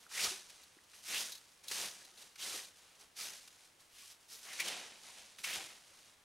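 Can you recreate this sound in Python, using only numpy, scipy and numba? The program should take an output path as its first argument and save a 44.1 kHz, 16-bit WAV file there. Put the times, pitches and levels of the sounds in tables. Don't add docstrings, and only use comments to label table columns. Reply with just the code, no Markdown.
import sys
import numpy as np
from scipy import signal
from scipy.fft import rfft, irfft, next_fast_len
from scipy.io import wavfile
from scipy.ndimage import map_coordinates
from numba import njit

SR = 44100
rng = np.random.default_rng(int(sys.argv[2]) if len(sys.argv) > 2 else 0)


def digitize_waveform(pressure):
    field = np.atleast_2d(pressure).T
    bounded = np.clip(field, -1, 1)
    quanta = np.round(bounded * 32767).astype(np.int16)
    wavfile.write(sys.argv[1], SR, quanta)


N = 275184

# frequency in Hz, relative level in dB.
LEAF_COLOUR = [(300, -41), (900, -13), (1600, -6.5), (2400, -3.5), (3500, -1.5), (5000, 0), (6300, 0),
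               (7400, -3), (9800, -3.5), (12000, -9), (14000, -16), (16000, -24)]


def amp(db):
    return 10 ** (np.asarray(db) / 20)


def unit(x):
    return x / np.sqrt(np.mean(x ** 2) + 1e-20)


def along(points, hz):
    point_hz, values = np.transpose(points)
    return np.interp(np.log(hz + 1), np.log(point_hz + 1), values)


def wobble(rate):
    knots = rng.standard_normal(int(N * rate / SR) + 4)
    return map_coordinates(knots, [np.arange(N) * rate / SR])


def filtered(x, response):
    m = next_fast_len(N + SR // 2)
    return irfft(rfft(x, m) * response(np.fft.rfftfreq(m, 1 / SR)), m)[..., :N]


def coloured(x, spectrum):
    return filtered(x, lambda hz: unit(amp(along(spectrum, hz))))


def stereo(pair, alike):
    def mid_and_side_gains(hz):
        turn = np.arccos(np.clip(along(alike, hz), -1, 1)) / 2
        return np.array([np.cos(turn), np.sin(turn)])

    mid, side = filtered(pair, mid_and_side_gains)
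    return np.array([mid + side, mid - side])


def scattered(x, life=.002, block=512):
    count = N // block + 1
    pieces = np.pad(x, ((0, 0), (0, count * block - N))).reshape(2, count, block)
    paths = rng.standard_normal((2, count, block)) * np.exp(-np.arange(block) / (SR * life))
    gains = rfft(paths, 2 * block)
    heard = irfft(rfft(pieces, 2 * block) * gains / np.abs(gains)).reshape(2, count, 2, block)
    head = heard[:, :, 0].reshape(2, -1)
    tail = heard[:, :, 1].reshape(2, -1)
    return (head + np.pad(tail, ((0, 0), (block, 0)))[:, :-block])[:, :N]


def crackle(rate, spread_db, hiss):
    sizes = amp(spread_db * np.clip(rng.standard_normal((2, N)), -2, 2))
    sizes = sizes * rng.choice([-1, 1], (2, N))
    snaps = sizes * (rng.random((2, N)) < rate / SR) / np.sqrt(rate)
    return unit(unit(scattered(snaps)) + hiss * rng.standard_normal((2, N)))


def snags(rate, life, size):
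    kicks = (rng.random(N) < rate / SR) * rng.uniform(0.18, 1, N)
    jumps = signal.lfilter([1], [1, -np.exp(-1 / (SR * life))], kicks)
    return (1 + size * jumps) / (1 + size * jumps.mean())


def bursts(times, levels_db, hold, t60):
    out, t = np.zeros(N + SR), np.arange(SR // 4) / SR
    for start, db in zip(times, levels_db):
        out[round(start * SR):][:len(t)] += amp(db - 60 * np.maximum(t - hold, 0) / t60)
    return out[:N]


def swell(start, attack, hold, fall_db_per_s):
    attack_power = 1.17
    t = np.arange(N) / SR - start
    build = np.clip(t / attack, 0, 1) ** attack_power
    return build * amp(-fall_db_per_s * np.maximum(t - attack - hold, 0))


def air():
    # frequency in Hz, relative level in dB.
    hush_colour = [(20, -4.5), (35, -9), (50, -5.5), (75, -2), (150, -4.5), (400, -3.5), (1000, -2.5),
                   (3000, -5.5), (6000, -10), (10000, -11), (13000, -19), (16000, -20)]
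    level_db = -68.0 + 0.16 * wobble(1.77)
    return amp(level_db) * coloured(rng.standard_normal((2, N)), hush_colour)


def yard(x):
    # frequency in Hz, time to fall 60 dB in seconds.
    decay_times = [(150, 0.33), (2000, 0.12), (12000, 0.096)]
    hz, t, noise = signal.stft(rng.standard_normal(SR // 3), SR, nperseg=256)
    fade = amp(-60 * t / along(decay_times, hz)[:, None])
    tail = signal.istft(noise * fade, SR, nperseg=256)[1]
    tail = np.pad(tail / np.linalg.norm(tail), (SR // 200, 0))
    return signal.fftconvolve(x, tail[None], axes=1)[:, :N]


def knocks():
    # start in seconds, pitch in Hz, envelope peak in dB.
    soil_knocks = [(0.065, 1400, -49.5), (.272, 85, -61), (0.768, 342, -58), (0.788, 1900, -54),
                   (1.713, 390, -48), (2.549, 430, -49.5), (4.705, 520, -46), (3.04, 45.3, -76),
                   (5.569, 90, -61)]
    out, t = np.zeros(N + SR), np.arange(SR // 4) / SR
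    for start, hz, db in soil_knocks:
        life = 0.0011 + 1.1 / hz
        age = 2 * t / life
        out[round(start * SR):][:len(t)] += amp(db) * np.sin(2 * np.pi * hz * t) * age * np.exp(1 - age)
    return out[:N]


def flicks():
    # start in seconds, relative level in dB.
    releases = [(0.5935, -57), (0.6334, -47.5), (0.8372, -54.5), (0.985, -50), (1.32, -32.5), (1.3517, -39),
                (1.3754, -45), (1.518, -55), (1.682, -31.5), (2.0488, -46.5), (2.174, -50), (2.646, -44),
                (2.7831, -54), (3.8023, -65)]
    # frequency in Hz, width in Hz, relative level in dB.
    tine_modes = [(3920, 250, 1.5), (4270, 640, 3.5), (5140, 200, -4), (6220, 260, 3.5), (7130, 200, -21),
                  (10000, 1800, -6)]
    start, db = np.transpose(releases)
    snaps = bursts(start, db - 12.0, hold=0.0025, t60=0.054) * crackle(2200, spread_db=4, hiss=.9)

    def ring(hz):
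        return sum(amp(level) * 1j * hz * width / (centre ** 2 - hz ** 2 + 1j * hz * width)
                   for centre, width, level in tine_modes)

    return amp(8.0) * filtered(snaps, ring) + amp(-21) * coloured(snaps, LEAF_COLOUR)


def clacks():
    # start in seconds, relative click level in dB,
    # level of the head's body over the click in dB before trim.
    strikes = [(0.204, -25, -27), (0.497, -38, -13.5), (0.9332, -45, -2), (1.6392, -44, -20),
               (1.713, -23, -11), (2.357, -41, -8), (2.397, -37, -29), (2.4234, -36, -27),
               (3.1667, -37, -25), (3.476, -37, -25), (4.5294, -30, -14), (4.6, -20.5, -27),
               (4.6794, -25.5, -32), (5.3863, -39.5, -4.5), (5.4385, -28.5, -9), (5.5514, -30, -25)]
    # frequency in Hz, relative level in dB.
    head_colour = [(100, -24), (350, -25), (900, 8), (1600, 15), (2500, 16.5), (4000, 12), (9000, -13)]
    start, db, body_db = np.transpose(strikes)
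    clicks = bursts(start, db - 16.5, hold=0.0067, t60=0.021) * crackle(2500, spread_db=7.5, hiss=0.98)
    body = bursts(start, db + body_db - 9, hold=0.0031, t60=0.069) * crackle(2000, spread_db=7.5, hiss=0.28)
    return coloured(clicks, LEAF_COLOUR) + coloured(body, head_colour)


@njit
def resonate(x, pole):
    out, state = np.zeros(len(x)), 0j
    for i in range(len(x)):
        state = state * pole[i] + x[i]
        out[i] = state.real
    return out


def chatter(q=3.6):
    # moment of full force in seconds, rise in seconds, fall in seconds,
    # relaxed pitch in Hz, bent pitch in Hz, relative level in dB.
    bouts = [(.12, .035, .06, 1150, 1350, -57), (.207, .09, 0.044, 1750, 4000, -39),
             (.244, 0.025, 0.02, 4200, 5400, -33), (1.17, 0.11, 0.074, 2060, 3870, -38),
             (1.215, .045, 0.048, 4600, 5400, -44), (1.72, .012, 0.084, 3300, 4730, -46),
             (2.43, 0.057, 0.036, 2790, 4200, -45), (3.215, .07, .07, 4500, 5700, -47),
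             (4.0, .12, 0.14, 2900, 3020, -62), (4.335, 0.075, 0.14, 4850, 5900, -54),
             (4.48, .05, .06, 1100, 1400, -60), (4.535, .1, .09, 1900, 2300, -52.5),
             (4.606, .025, 0.035, 2000, 2500, -34.5), (4.685, 0.051, 0.042, 2700, 3270, -40),
             (5.444, 0.0073, .045, 2520, 2420, -36), (5.48, .025, 0.076, 2050, 2240, -44.5),
             (5.532, 0.064, 0.047, 2310, 3400, -41.5)]
    fall_range_db = 21.5
    bend_share = 0.16
    force_power = 1.4
    out, t = np.zeros((2, N)), np.arange(N) / SR
    slips = crackle(1500, spread_db=0.5, hiss=0.49) * snags(rate=68, life=0.0027, size=1.1)
    slips = filtered(slips, lambda hz: hz ** 2 / (hz ** 2 + 900 ** 2))
    for peak, rise, fall, relaxed_hz, bent_hz, db in bouts:
        on = (t > peak - rise) & (t < peak + 2 * fall)
        since = t[on] - peak
        force = np.clip(1 + since / rise, 0, 1) ** force_power
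        force = force * amp(db - fall_range_db * np.maximum(since, 0) / fall)
        bend = .5 + .5 * np.tanh(.5 * since / (bend_share * (rise + fall)))
        pitch_hz = relaxed_hz * (bent_hz / relaxed_hz) ** bend
        radius = np.exp(-np.pi * pitch_hz / (q * SR))
        pole = radius * np.exp(2j * np.pi * pitch_hz / SR)
        drive = slips[:, on] * force * np.sqrt(2 * (1 - radius ** 2))
        out[:, on] += [resonate(x, pole) for x in np.ascontiguousarray(drive)]
    return out


def heap():
    # start in seconds, attack in seconds, hold in seconds,
    # fall in dB per second, level in dB.
    heap_shoves = [(4.424, .05, .14, 100, -59), (4.61, 0.084, .03, 60, -48),
                   (4.994, 0.049, 0.17, 86.5, -64), (5.525, 0.027, 0.039, 100, -49)]
    # frequency in Hz, relative level in dB.
    muffled_colour = [(100, -22), (230, -6), (450, -6), (700, -0.5), (1200, -7.5), (2100, 0), (3000, 0.5),
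                      (4500, -7), (8000, -15), (14000, -37)]
    power = sum((amp(db) * swell(start, attack, hold, fall)) ** 2
                for start, attack, hold, fall, db in heap_shoves)
    crunch = crackle(1200, spread_db=4.5, hiss=0.45) * snags(rate=42, life=0.012, size=.8)
    return np.sqrt(power) * coloured(crunch, muffled_colour)


def raking():
    # start in seconds, attack in seconds, hold in seconds,
    # fall in dB per second, relative rustle level in dB, turf drag over the rustle in dB before trim,
    # crispness in dB before dulling.
    pulls = [(0.081, 0.15, 0.036, 131, -38.5, -13, -1), (1.015, 0.11, 0.089, 114, -43, -12, 2),
             (1.661, 0.092, 0.092, 158, -42.5, -12, 1), (2.366, 0.077, 0.13, 147, -45, -13, 1),
             (3.151, 0.043, 0.071, 89, -47, -15, 1.5), (4.46, 0.19, 0.037, 64, -46, -9, -4),
             (5.43, 0.012, 0.12, 79, -47, -12, 0)]
    brushes = [(0.0, 0.0028, 0.052, 150, -66.5, -5.5, 3), (.46, 0.037, 0.12, 150, -67, -9, -5),
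               (.88, 0.021, .02, 100, -67, -15, 0), (.925, 0.021, 0.051, 112, -63.5, -10, 2),
               (1.626, 0.015, 0.0059, 300, -60, -6, 0), (1.9, .03, 0.062, 68, -58.5, -11, -6),
               (2.14, 0.057, 0.045, 150, -58.5, -10.5, 1), (2.74, .03, .19, 100, -69.5, -5.5, 0),
               (2.98, 0.027, 0.0091, 203, -62, -7, 1), (3.49, 0.021, .15, 200, -67.5, -11, 0),
               (3.788, .014, 0.013, 200, -65.5, -16, 1), (3.86, .15, .11, 300, -59, -24, 4),
               (4.185, 0.028, 0.017, 150, -69, -11, 2), (4.272, 0.053, 0.014, 90, -55.5, -16, 6),
               (4.405, .03, .08, 100, -56.5, -14, 0), (4.95, 0.1, 0.14, 49.4, -58.5, -11.5, -3),
               (5.378, 0.0092, .022, 200, -59.5, -8, 4), (5.79, 0.086, .215, 130, -65.5, -11.5, -3)]
    settle_db, settle_db_per_s = -18, 29.5
    dull_db_per_s = 10
    sink_s = 0.022
    t = np.arange(N) / SR
    rustle, drag, crisp = np.full((3, N), 1e-10)
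    for start, attack, hold, fall, db, drag_db, crisp_db in pulls + brushes:
        settling = amp(settle_db) * swell(start, attack, hold, settle_db_per_s)
        stroke = np.maximum(swell(start, attack, hold, fall), settling)
        dull_db = dull_db_per_s * np.clip(t - start, 0, 2 * (attack + hold))
        sunk = np.clip((t - start) / (attack + sink_s), 0, 1) ** .5
        rustle += (stroke * amp(db)) ** 2
        drag += (stroke * sunk * amp(db + drag_db)) ** 2
        crisp += (stroke * amp(db + crisp_db - dull_db)) ** 2
    return 10 * np.log10([rustle, drag, crisp / rustle])


def stalks(level_db, rate, centre_hz, spread, cycles):
    range_db = 15
    size = round(rate * N / SR)
    when, pitch, strength, phase = rng.random((size, 4)).T
    first = (when * (N - 1)).astype(int)
    hz = np.clip(centre_hz * (pitch / (1 - pitch)) ** spread, 200, 12000)
    t = np.arange(SR // 30) / SR
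    age = t * hz[:, None] / cycles
    rings = np.sin(2 * np.pi * (hz[:, None] * t + phase[:, None])) * np.exp(-age) * (1 - np.exp(-6 * age))
    gains = amp(level_db[first] - range_db * np.sqrt(strength))
    places = first[:, None] + np.arange(len(t))
    return np.bincount(places.ravel(), (gains[:, None] * rings).ravel(), N)[:N]


def turf(drag_db):
    # frequency in Hz, relative level in dB.
    turf_colour = [(25, -28), (60, -17), (95, -6), (135, -13), (190, 0.5), (260, -4), (400, 2), (500, 2),
                   (750, 2.5), (1200, 0), (2200, -0.5), (4000, 0), (9000, -37)]
    bumps = unit(amp(1.5 * wobble(70)))
    tearing = coloured(crackle(1500, spread_db=1.5, hiss=0.63), turf_colour)
    return amp(drag_db + 3.5) * bumps * tearing


def leaves(rustle_db, crisp_db):
    push = amp(.3 * (rustle_db + 45))
    snaps = crackle(2200 * push, spread_db=2.0, hiss=0.49) * snags(rate=77, life=0.0076, size=0.37 * push)
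    rustle = coloured(snaps, LEAF_COLOUR)
    sizzle = filtered(rustle, lambda hz: 1 / (1 + (10800 / (hz + 1)) ** 12))
    return amp(rustle_db + 1.5) * (rustle + sizzle * (amp(crisp_db) - 1))


def scene():
    # frequency in Hz, left-right likeness from 0 to 1.
    rake_alike = [(100, 1), (500, 1), (1500, 0.99), (3200, 0.91), (5500, 0.98), (8000, 0.87), (9000, 0.97),
                  (9800, 1)]
    # frequency in Hz, left-right likeness from 0 to 1.
    air_alike = [(40, .99), (120, 0.95), (300, 0.66), (900, 0.28), (2000, 0.64), (4000, 0.63), (6000, 0.87),
                 (8500, .88), (9800, 1)]
    rustle_db, drag_db, crisp_db = raking()
    dry_stalks = stalks(rustle_db + 5, rate=200, centre_hz=3500, spread=.27, cycles=10)
    damp_stalks = stalks(drag_db + 4, rate=110, centre_hz=750, spread=.26, cycles=4.1)
    litter = leaves(rustle_db, crisp_db) + turf(drag_db) + dry_stalks + damp_stalks + heap()
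    rake = litter + chatter() + clacks() + flicks()
    around = amp(-13.5) * yard(rake) + air()
    balance = amp([[-.2], [.2]])
    return stereo(rake, rake_alike) * balance + stereo(around, air_alike) + knocks()


def record(dry):
    return filtered(dry, lambda hz: hz < 15800)


dry = scene()
out = record(dry)
digitize_waveform(out)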